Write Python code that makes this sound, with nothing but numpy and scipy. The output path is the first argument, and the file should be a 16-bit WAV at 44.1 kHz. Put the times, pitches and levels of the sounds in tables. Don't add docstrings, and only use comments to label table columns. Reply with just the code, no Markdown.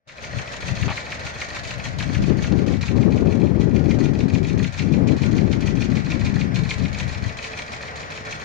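import sys
import numpy as np
from scipy import signal
from scipy.fft import rfft, irfft, next_fast_len
from scipy.io import wavfile

SR = 44100
rng = np.random.default_rng(int(sys.argv[2]) if len(sys.argv) > 2 else 0)


def wav_record(signal):
    frames = np.transpose(np.atleast_2d(signal))
    bounded = np.clip(frames, -1, 1)
    quanta = np.round(bounded * 32767).astype(np.int16)
    wavfile.write(sys.argv[1], SR, quanta)


N = 372204
TIME = np.arange(N) / SR
FIRST_RETURN_S, SWING_S, RETURN_JITTER_S = .168, .14696, .0006
TRAVEL_HZ, BENDING_HZ = 2507, (1504.3, 2963)
DETOUR_S, DETOUR_STEP_HZ = .0024, 351

# start_s, outward_db, return_db
ROPE_SWINGS = [(0.074, 4.5, -2.5), (0.223, 2, 0), (0.37, 2, -0.5), (0.518, 1.5, 3.5), (0.666, 5, 4.5),
               (0.811, 4.5, 4), (0.957, 5.5, 1), (1.104, 4.5, 2.5), (1.25, 5, 3), (1.399, 5, 3),
               (1.546, 3, 5), (1.692, 3.5, 0.5), (1.838, 3.5, -8), (1.985, 6, 0.5), (2.132, 3, 3),
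               (2.28, -2.5, 0.5), (2.424, 3, -4), (2.573, -3.5, 2), (2.721, -2, 6), (2.866, 0.5, -2),
               (3.012, -3, -1), (3.16, -2, -4.5), (3.307, -3.5, -7), (3.454, -10, -12), (3.598, -4, -9),
               (3.746, -2.5, -4.5), (3.893, 0, 2.5), (4.04, -2.5, -2.5), (4.189, -2.5, -2.5),
               (4.335, 0.5, 1), (4.482, -4, 0), (4.628, 1.5, 1), (4.777, 4, -7.5), (4.921, -2, -13.5),
               (5.071, 0, 0), (5.218, 3.0, -1), (5.366, -0.5, -5), (5.513, -0.5, 1), (5.659, 1.5, -1),
               (5.806, 2, 0), (5.953, 1.5, 0.5), (6.102, 3, 0.5), (6.248, 2.5, 2.5), (6.397, -1, -25),
               (6.543, 4, 1), (6.692, 5.5, 0.5), (6.837, -2, 2), (6.984, 3, 3.0), (7.131, -3, 1),
               (7.278, -4, 1), (7.426, 4, 0.5), (7.573, 3, -1.5), (7.719, 1.0, 0), (7.865, -5, 1.5),
               (8.014, -5, 2), (8.16, -2.5, 1.5), (8.309, 2, 0)]
# time_s, lead_s
EARLY_RETURN = [(2, .004), (4.5, 0)]
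# offset_s, level_db
SLAP_TOUCHES = [(0, 0.5), (.0044, -4), (0.013, -18), (.032, -10.5)]
# offset_s, level_db
OUT_RASP_SHAPE = [(0, 2), (.01, -0.5), (0.017, 1), (0.036, -5), (.049, 0), (.062, -10), (0.087, -10.5)]
BACK_RASP_SHAPE = [(0, -0.5), (0.022, -9), (.034, -8.5), (0.041, -4), (.058, -5.5), (0.079, -24)]
# offset_s, level_db
JINGLE_SHAPE = [(0, -10), (.003, -1), (0.012, -11.5), (0.041, -14)]
# pitch_hz, level_db, t60_s
POLE_MODES = [(1040, -7, .2), (1431, -6.5, .26), (1572, -10, .2), (1707, -9, .18), (1847, -2.5, .12),
              (1972, -4, .2), (2259, -4, .15), (2302, -2, .18), (2447, -4, .1), (2672, -3, .12),
              (3241, -6, .06), (4130, -6, .05), (5458, -15, .3)]
# pitch_hz, level_db, t60_s
CLINK_MODES = [(2412, -3.5, 0.06), (3150, -18, 0.028), (4170, -20, 0.03), (5600, -12, 0.041),
               (6470, -19, 0.033)]
RETURN_MODES = [(1280, -14, .012), (1950, -3, 0.014), (2450, 0, .012), (3200, -4, .006), (4250, 1, 0.0045),
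                (6450, -12, .012)]
# pitch_hz, gain_db
FAR_CLANG_EQ = [(500, -25), (1100, -7), (1450, -7), (1850, -1.5), (2300, 2), (2750, -2), (3400, -13),
                (4200, -10), (5000, -24), (6500, -28), (9000, -46)]
NEAR_CLANG_EQ = [(500, -17), (1500, -15.5), (1950, -2), (2400, 5.5), (2750, -3.5), (3400, -7), (4200, -9),
                 (5000, -17), (6500, -25), (9000, -49.5)]
RASP_EQ = [(400, 1.5), (1200, -5), (2300, 0.5), (3000, 4), (4200, 5), (5300, -1), (6600, 3), (7600, -7.5),
           (9500, -21), (12000, -47.5), (13700, -56.5), (15000, -23.5), (16000, -51)]
# delay_s, level_db, right_lag_s
ECHOES = [(.0023, -13, 0.00039), (0.02, -4.5, .00043)]
# time_s, level_db
WIND_LEVEL = [(0, -40), (1.45, -42), (1.85, -25.5), (2.2, -18), (2.6, -13), (3.3, -12), (4.7, -16),
              (5.3, -15), (6.5, -17.5), (7.1, -25), (7.6, -50), (8.44, -43)]
# centre_s, length_s, left_db, right_db
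WIND_GUSTS = [(0.377, 0.14, -25.5, -52), (0.708, 0.32, -25, -35.5), (0.86, 0.22, -20.5, -58),
              (1.253, 0.078, -31, -59), (2.084, 0.091, -28.5, -53), (2.212, 0.059, -33, -26),
              (2.309, 0.077, -18.5, -37), (2.448, 0.11, -37, -32), (5.05, 0.35, -22.5, -40.5),
              (5.36, 0.045, -21, -55), (5.981, 0.058, -24, -48), (6.83, 0.13, -21.5, -54),
              (7.254, 0.19, -25.5, -59)]
# centre_s, length_s, dip_db
WIND_LULLS = [(2.443, 0.14, -7), (2.838, 0.27, -9.5), (4.734, 0.2, -14), (5.195, 0.049, -10.5),
              (6.034, 0.081, -4), (6.75, 0.28, -4.5)]
# start_s, level_db
STRAY_KNOCKS = [(2.025, -28), (2.522, -32.5)]
# offset_s, level_db
KNOCK_SHAPE = [(0, 0), (.003, -1), (.007, -11), (.02, -20)]
SCUFF_SHAPE = [(0, -.5), (.038, -2), (.07, -27)]
# pitch_hz, gain_db
KNOCK_EQ = [(400, -1), (1200, -1), (2300, -4), (4200, -3), (6500, -12), (9000, -38), (13000, -53)]
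SCUFF_EQ = [(200, -8), (1050, 6.5), (1600, -2), (2500, 4), (5000, -18), (11000, -49)]
TRAFFIC_EQ = [(25, -15.5), (70, 4), (150, 3), (350, -7), (600, 1.5), (950, -4.5), (1900, -1.5),
              (3000, -16.5), (6000, -20), (8500, -40.5), (15000, -50.5)]
# time_s, level_db
TRAFFIC_LEVEL = [(0, -45.5), (.3, -37.5), (1.8, -37.5), (3.3, -44.5), (5.2, -41.5), (7.2, -37), (8.44, -36)]
WHINE_LEVEL = [(4, -63.5), (7, -49)]


def flagpole():
    out_s, out_db, back_s, back_db = slaps()
    out_hits = touches(out_s, out_db - 10.5, jitter_s=.0007, scatter_db=1)
    back_hits = touches(back_s, back_db - 18.5, jitter_s=.0006, scatter_db=1.5)
    hits = out_hits + back_hits
    rub = rasp(out_s, out_db - 46.5, OUT_RASP_SHAPE, grains_per_s=4500, grain_db=4, likeness=.22)
    rub += rasp(back_s, back_db - 45, BACK_RASP_SHAPE, grains_per_s=4000, grain_db=1.5, likeness=.57)
    waves = along_pole(out_hits + .6 * back_hits, travel_s=.0175, smear_t60=.025, smear_db=-7)
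    clang = tube_clang(waves, hits, back_hits)
    buzz = colour(rub + from_db(-20) * hits, RASP_EQ)
    buzz += from_db(-41) * tube_ring(.5 * waves + 2.42 * rub)
    buzz += from_db(-10) * jingle(np.r_[out_s, back_s], np.r_[out_db - 46.5, back_db - 48])
    return clang, buzz


def slaps():
    out_s, out_db, back_db = np.transpose(ROPE_SWINGS)
    back_s = FIRST_RETURN_S + SWING_S * np.arange(len(out_s))
    back_s += RETURN_JITTER_S * rng.standard_normal(len(out_s))
    back_s -= np.interp(out_s, *np.transpose(EARLY_RETURN))
    return out_s, out_db, back_s, back_db


def touches(starts, levels_db, jitter_s, scatter_db):
    after, db = np.transpose(SLAP_TOUCHES)
    chance = rng.standard_normal((len(starts), 2, len(after)))
    at = starts[:, None] + after + jitter_s * chance[:, 0] * np.sqrt(after / after[-1])
    heights = from_db(levels_db[:, None] + db + scatter_db * chance[:, 1])
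    out = np.zeros(N)
    np.add.at(out, np.clip((at * SR).astype(int), 0, N - 1), heights * (at < TIME[-1]))
    return out


def rasp(starts, levels_db, shape, grains_per_s, grain_db, likeness):
    after, db = np.transpose(shape)
    stroke = from_db(np.interp(np.arange(int(after[-1] * SR)) / SR, after, db))
    pressure = np.zeros(N)
    for s, level in zip(starts, levels_db):
        part = pressure[max(int(s * SR), 0):][:len(stroke)]
        part += from_db(level) * stroke[:len(part)]
    sizes = rng.choice([-1, 1], (3, N)) * from_db(grain_db * np.minimum(rng.exponential(1, (3, N)), 4))
    shared, *own = (rng.random((3, N)) < grains_per_s / SR) * sizes
    grains = np.sqrt(likeness) * shared + np.sqrt(1 - likeness) * np.array(own)
    return pressure * rms_one(grains * from_db(1.75 * drift(64)))


def along_pole(x, travel_s, smear_t60, smear_db):
    size = next_fast_len(N + SR)
    hz = np.fft.rfftfreq(size, 1 / SR)
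    smeared = x + from_db(smear_db) * scatter(x, smear_t60, change_hz=3, channels=1)[0]
    chance = rng.uniform(-.998, 1, size=64)
    detour = DETOUR_S * np.interp(hz / DETOUR_STEP_HZ, np.arange(len(chance)), chance)
    delay = travel_s * np.sqrt(TRAVEL_HZ / np.clip(hz, *BENDING_HZ))
    phase = 2 * np.pi * np.cumsum(delay + detour) * hz[1]
    return irfft(rfft(smeared, size) * np.exp(-1j * phase), size)[:N]


def tube_clang(waves, hits, back_hits):
    near = np.interp(TIME, [2.1, 4.2], [0, 1])
    body = (1 - near) * colour(waves, FAR_CLANG_EQ) + near * from_db(2.5) * colour(waves, NEAR_CLANG_EQ)
    clink = from_db(-23.5) * (near + .34) * pings(hits + .26 * waves, CLINK_MODES)
    landing = along_pole(back_hits, travel_s=.019, smear_t60=.02, smear_db=-4.5)
    back_clink = from_db(-14 + 2 * near) * pings(landing + .29 * back_hits, RETURN_MODES)
    return body + clink + back_clink


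def pings(x, modes):
    soft = signal.sosfilt(signal.butter(6, 7200, fs=SR, output="sos"), x)
    return sum(from_db(db) * ring(soft, hz, t60) for hz, db, t60 in modes)


def tube_ring(drive):
    return sum(from_db(db) * ring(drive * from_db(1.7 * drift(2.7)), hz, t60)
               for hz, db, t60 in POLE_MODES)


def ring(x, hz, t60):
    r, w = from_db(-60 / (t60 * SR)), 2 * np.pi * hz / SR
    return signal.lfilter([0, np.sin(w)], [1, -2 * r * np.cos(w), r * r], x + 1e-18)


def jingle(starts, levels_db):
    graze = rasp(starts, levels_db, JINGLE_SHAPE, grains_per_s=3400, grain_db=4, likeness=.45)
    return bandpass(graze, 7500, 11800, order=4)


def square(x, scatter_db, wall_db, t60):
    out = left, right = x * np.ones((2, 1))
    for s, db, lag in ECHOES:
        out = out + from_db(db + wall_db) * np.array([delayed(left, s), delayed(right, s + lag)])
    return out + from_db(scatter_db) * scatter(x, t60, change_hz=1, channels=2)


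def scatter(x, t60, change_hz, channels):
    t = TIME[:SR // 3]
    tails = rng.standard_normal((2, channels, len(t))) * from_db(-60 * t / t60)
    tails /= np.linalg.norm(tails, axis=-1, keepdims=True)
    first, second = signal.oaconvolve(np.atleast_2d(x)[None], tails, axes=-1)[..., :N]
    turn = 2 * drift(change_hz)
    return np.cos(turn) * first + np.sin(turn) * second


def wind():
    flow_db = in_time(WIND_LEVEL) + sum(db * swell(s, length) for s, length, db in WIND_LULLS)
    left, right = from_db(flow_db), from_db(-25 + .77 * flow_db)
    for s, length, left_db, right_db in WIND_GUSTS:
        left += from_db(left_db) * swell(s, length)
        right += from_db(right_db) * swell(s, length)
    return np.array([
        buffet(left, calm_hz=109.5, gust_hz=190.4, steepness=6.9, lump_db=2.22, low_cut_hz=68.2),
        buffet(right, calm_hz=116, gust_hz=450, steepness=3.9, lump_db=4.5, low_cut_hz=71)])


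def buffet(flow, calm_hz, gust_hz, steepness, lump_db, low_cut_hz):
    corner_hz = calm_hz + gust_hz * np.tanh((flow / from_db(-14.5)) ** 1.7)
    lumps = from_db(lump_db * drift(70))
    white = rng.standard_normal((2, N))
    edges_hz = 18 * 2 ** np.arange(0, 7.6, .5)
    out, power = 0, 0
    for k, (low, high) in enumerate(zip(edges_hz, edges_hz[1:])):
        hz = np.sqrt(low * high)
        low_shelf = .11 + 1 / (1 + (low_cut_hz / hz) ** 6)
        gain = low_shelf / np.sqrt(1 + (hz / corner_hz) ** steepness + (hz / 460) ** 11)
        out += gain * bandpass(white[k % 2], low, high)
        power += gain ** 2 * (high - low) * 2 / SR
    return flow * lumps * out / np.sqrt(power)


def footstep(start_s, level_db):
    grit = rasp([start_s], [level_db], SCUFF_SHAPE, grains_per_s=2000, grain_db=.5, likeness=.7)
    return colour(grit, SCUFF_EQ)


def knocks():
    burst = rasp(*np.transpose(STRAY_KNOCKS), KNOCK_SHAPE, grains_per_s=6000, grain_db=1, likeness=.8)
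    return colour(burst, KNOCK_EQ)


def town(likeness, waver_db):
    shared, *own = colour(rng.standard_normal((3, N)), TRAFFIC_EQ)
    from_left = np.array([shared, delayed(shared, .00039)])
    wash = np.sqrt(likeness) * from_left + np.sqrt(1 - likeness) * np.array(own)
    whine = machine_whine(pitch_hz=440.3)
    hollow = rms_one(bandpass(rng.standard_normal(N), 510, 670))
    drone = from_db(-46) * np.interp(TIME, [2, 3], [1, 0]) * hollow
    return wash * from_db(in_time(TRAFFIC_LEVEL) + 2 + waver_db * drift(19)) + whine + drone


def machine_whine(pitch_hz):
    gain = from_db(in_time(WHINE_LEVEL) + 2.1 * drift(6.1))
    return gain * np.sin(2 * np.pi * pitch_hz * TIME + .5 * drift(1.2))


def shaded(x, corner_hz, tilt_db, leak_db):
    ratio = np.fft.rfftfreq(N, 1 / SR) / corner_hz
    shelf = from_db(leak_db) + (1 - from_db(leak_db)) / (1 + ratio ** 12)
    return np.array([x[0], irfft(rfft(x[1]) * shelf * from_db(tilt_db * np.sqrt(ratio)), N)])


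def colour(x, eq, size=2048):
    hz, db = np.transpose(eq)
    gain = rms_one(from_db(np.interp(np.log(np.fft.rfftfreq(size, 1 / SR) + 1), np.log(hz), db)))
    cepstrum = irfft(np.log(gain))[:size // 2]
    cepstrum[1:] *= 2
    response = irfft(np.exp(rfft(cepstrum, size)))
    return signal.oaconvolve(np.atleast_2d(x), response[None], axes=-1)[:, :N]


def bandpass(x, low_hz, high_hz, order=2):
    return signal.sosfilt(signal.butter(order, [low_hz, high_hz], "band", fs=SR, output="sos"), x)


def drift(rate_hz):
    r = np.exp(-80 * np.pi * rate_hz / SR)
    slow = signal.lfilter([1], [1, -2 * r, r * r], rng.standard_normal(N // 40 + 2002))[2000:]
    return np.interp(np.arange(N) / 40, np.arange(len(slow)), rms_one(slow))


def swell(centre_s, length_s):
    return np.cos(np.pi * np.clip((TIME - centre_s) / length_s, -.5, .5)) ** 2


def delayed(x, s):
    return np.interp(TIME - s, TIME, x, left=0)


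def in_time(curve):
    return np.interp(TIME, *np.transpose(curve))


def from_db(db):
    return 10 ** (np.asarray(db) / 20)


def rms_one(x):
    return x / np.sqrt(np.mean(x ** 2) + 1e-20)


def scene():
    clang, buzz = flagpole()
    pole = square(clang, scatter_db=-5, wall_db=-18.5, t60=.18)
    pole += square(from_db(3.5) * buzz, scatter_db=0, wall_db=-4.5, t60=.056)
    air = pole + town(likeness=.64, waver_db=1) + footstep(start_s=.88, level_db=-25.5) + knocks()
    return shaded(air, corner_hz=6100, tilt_db=-2.5, leak_db=-11) + wind()


def record(dry):
    fade_db = np.interp(TIME, [.05, .08, .22], [-40, -13.5, 0])
    rounded = .88 * np.tanh(dry * from_db(fade_db) / .88)
    return signal.sosfilt(signal.ellip(10, .1, 80, 15700, fs=SR, output="sos"), rounded)


dry = scene()
out = record(dry)
wav_record(out)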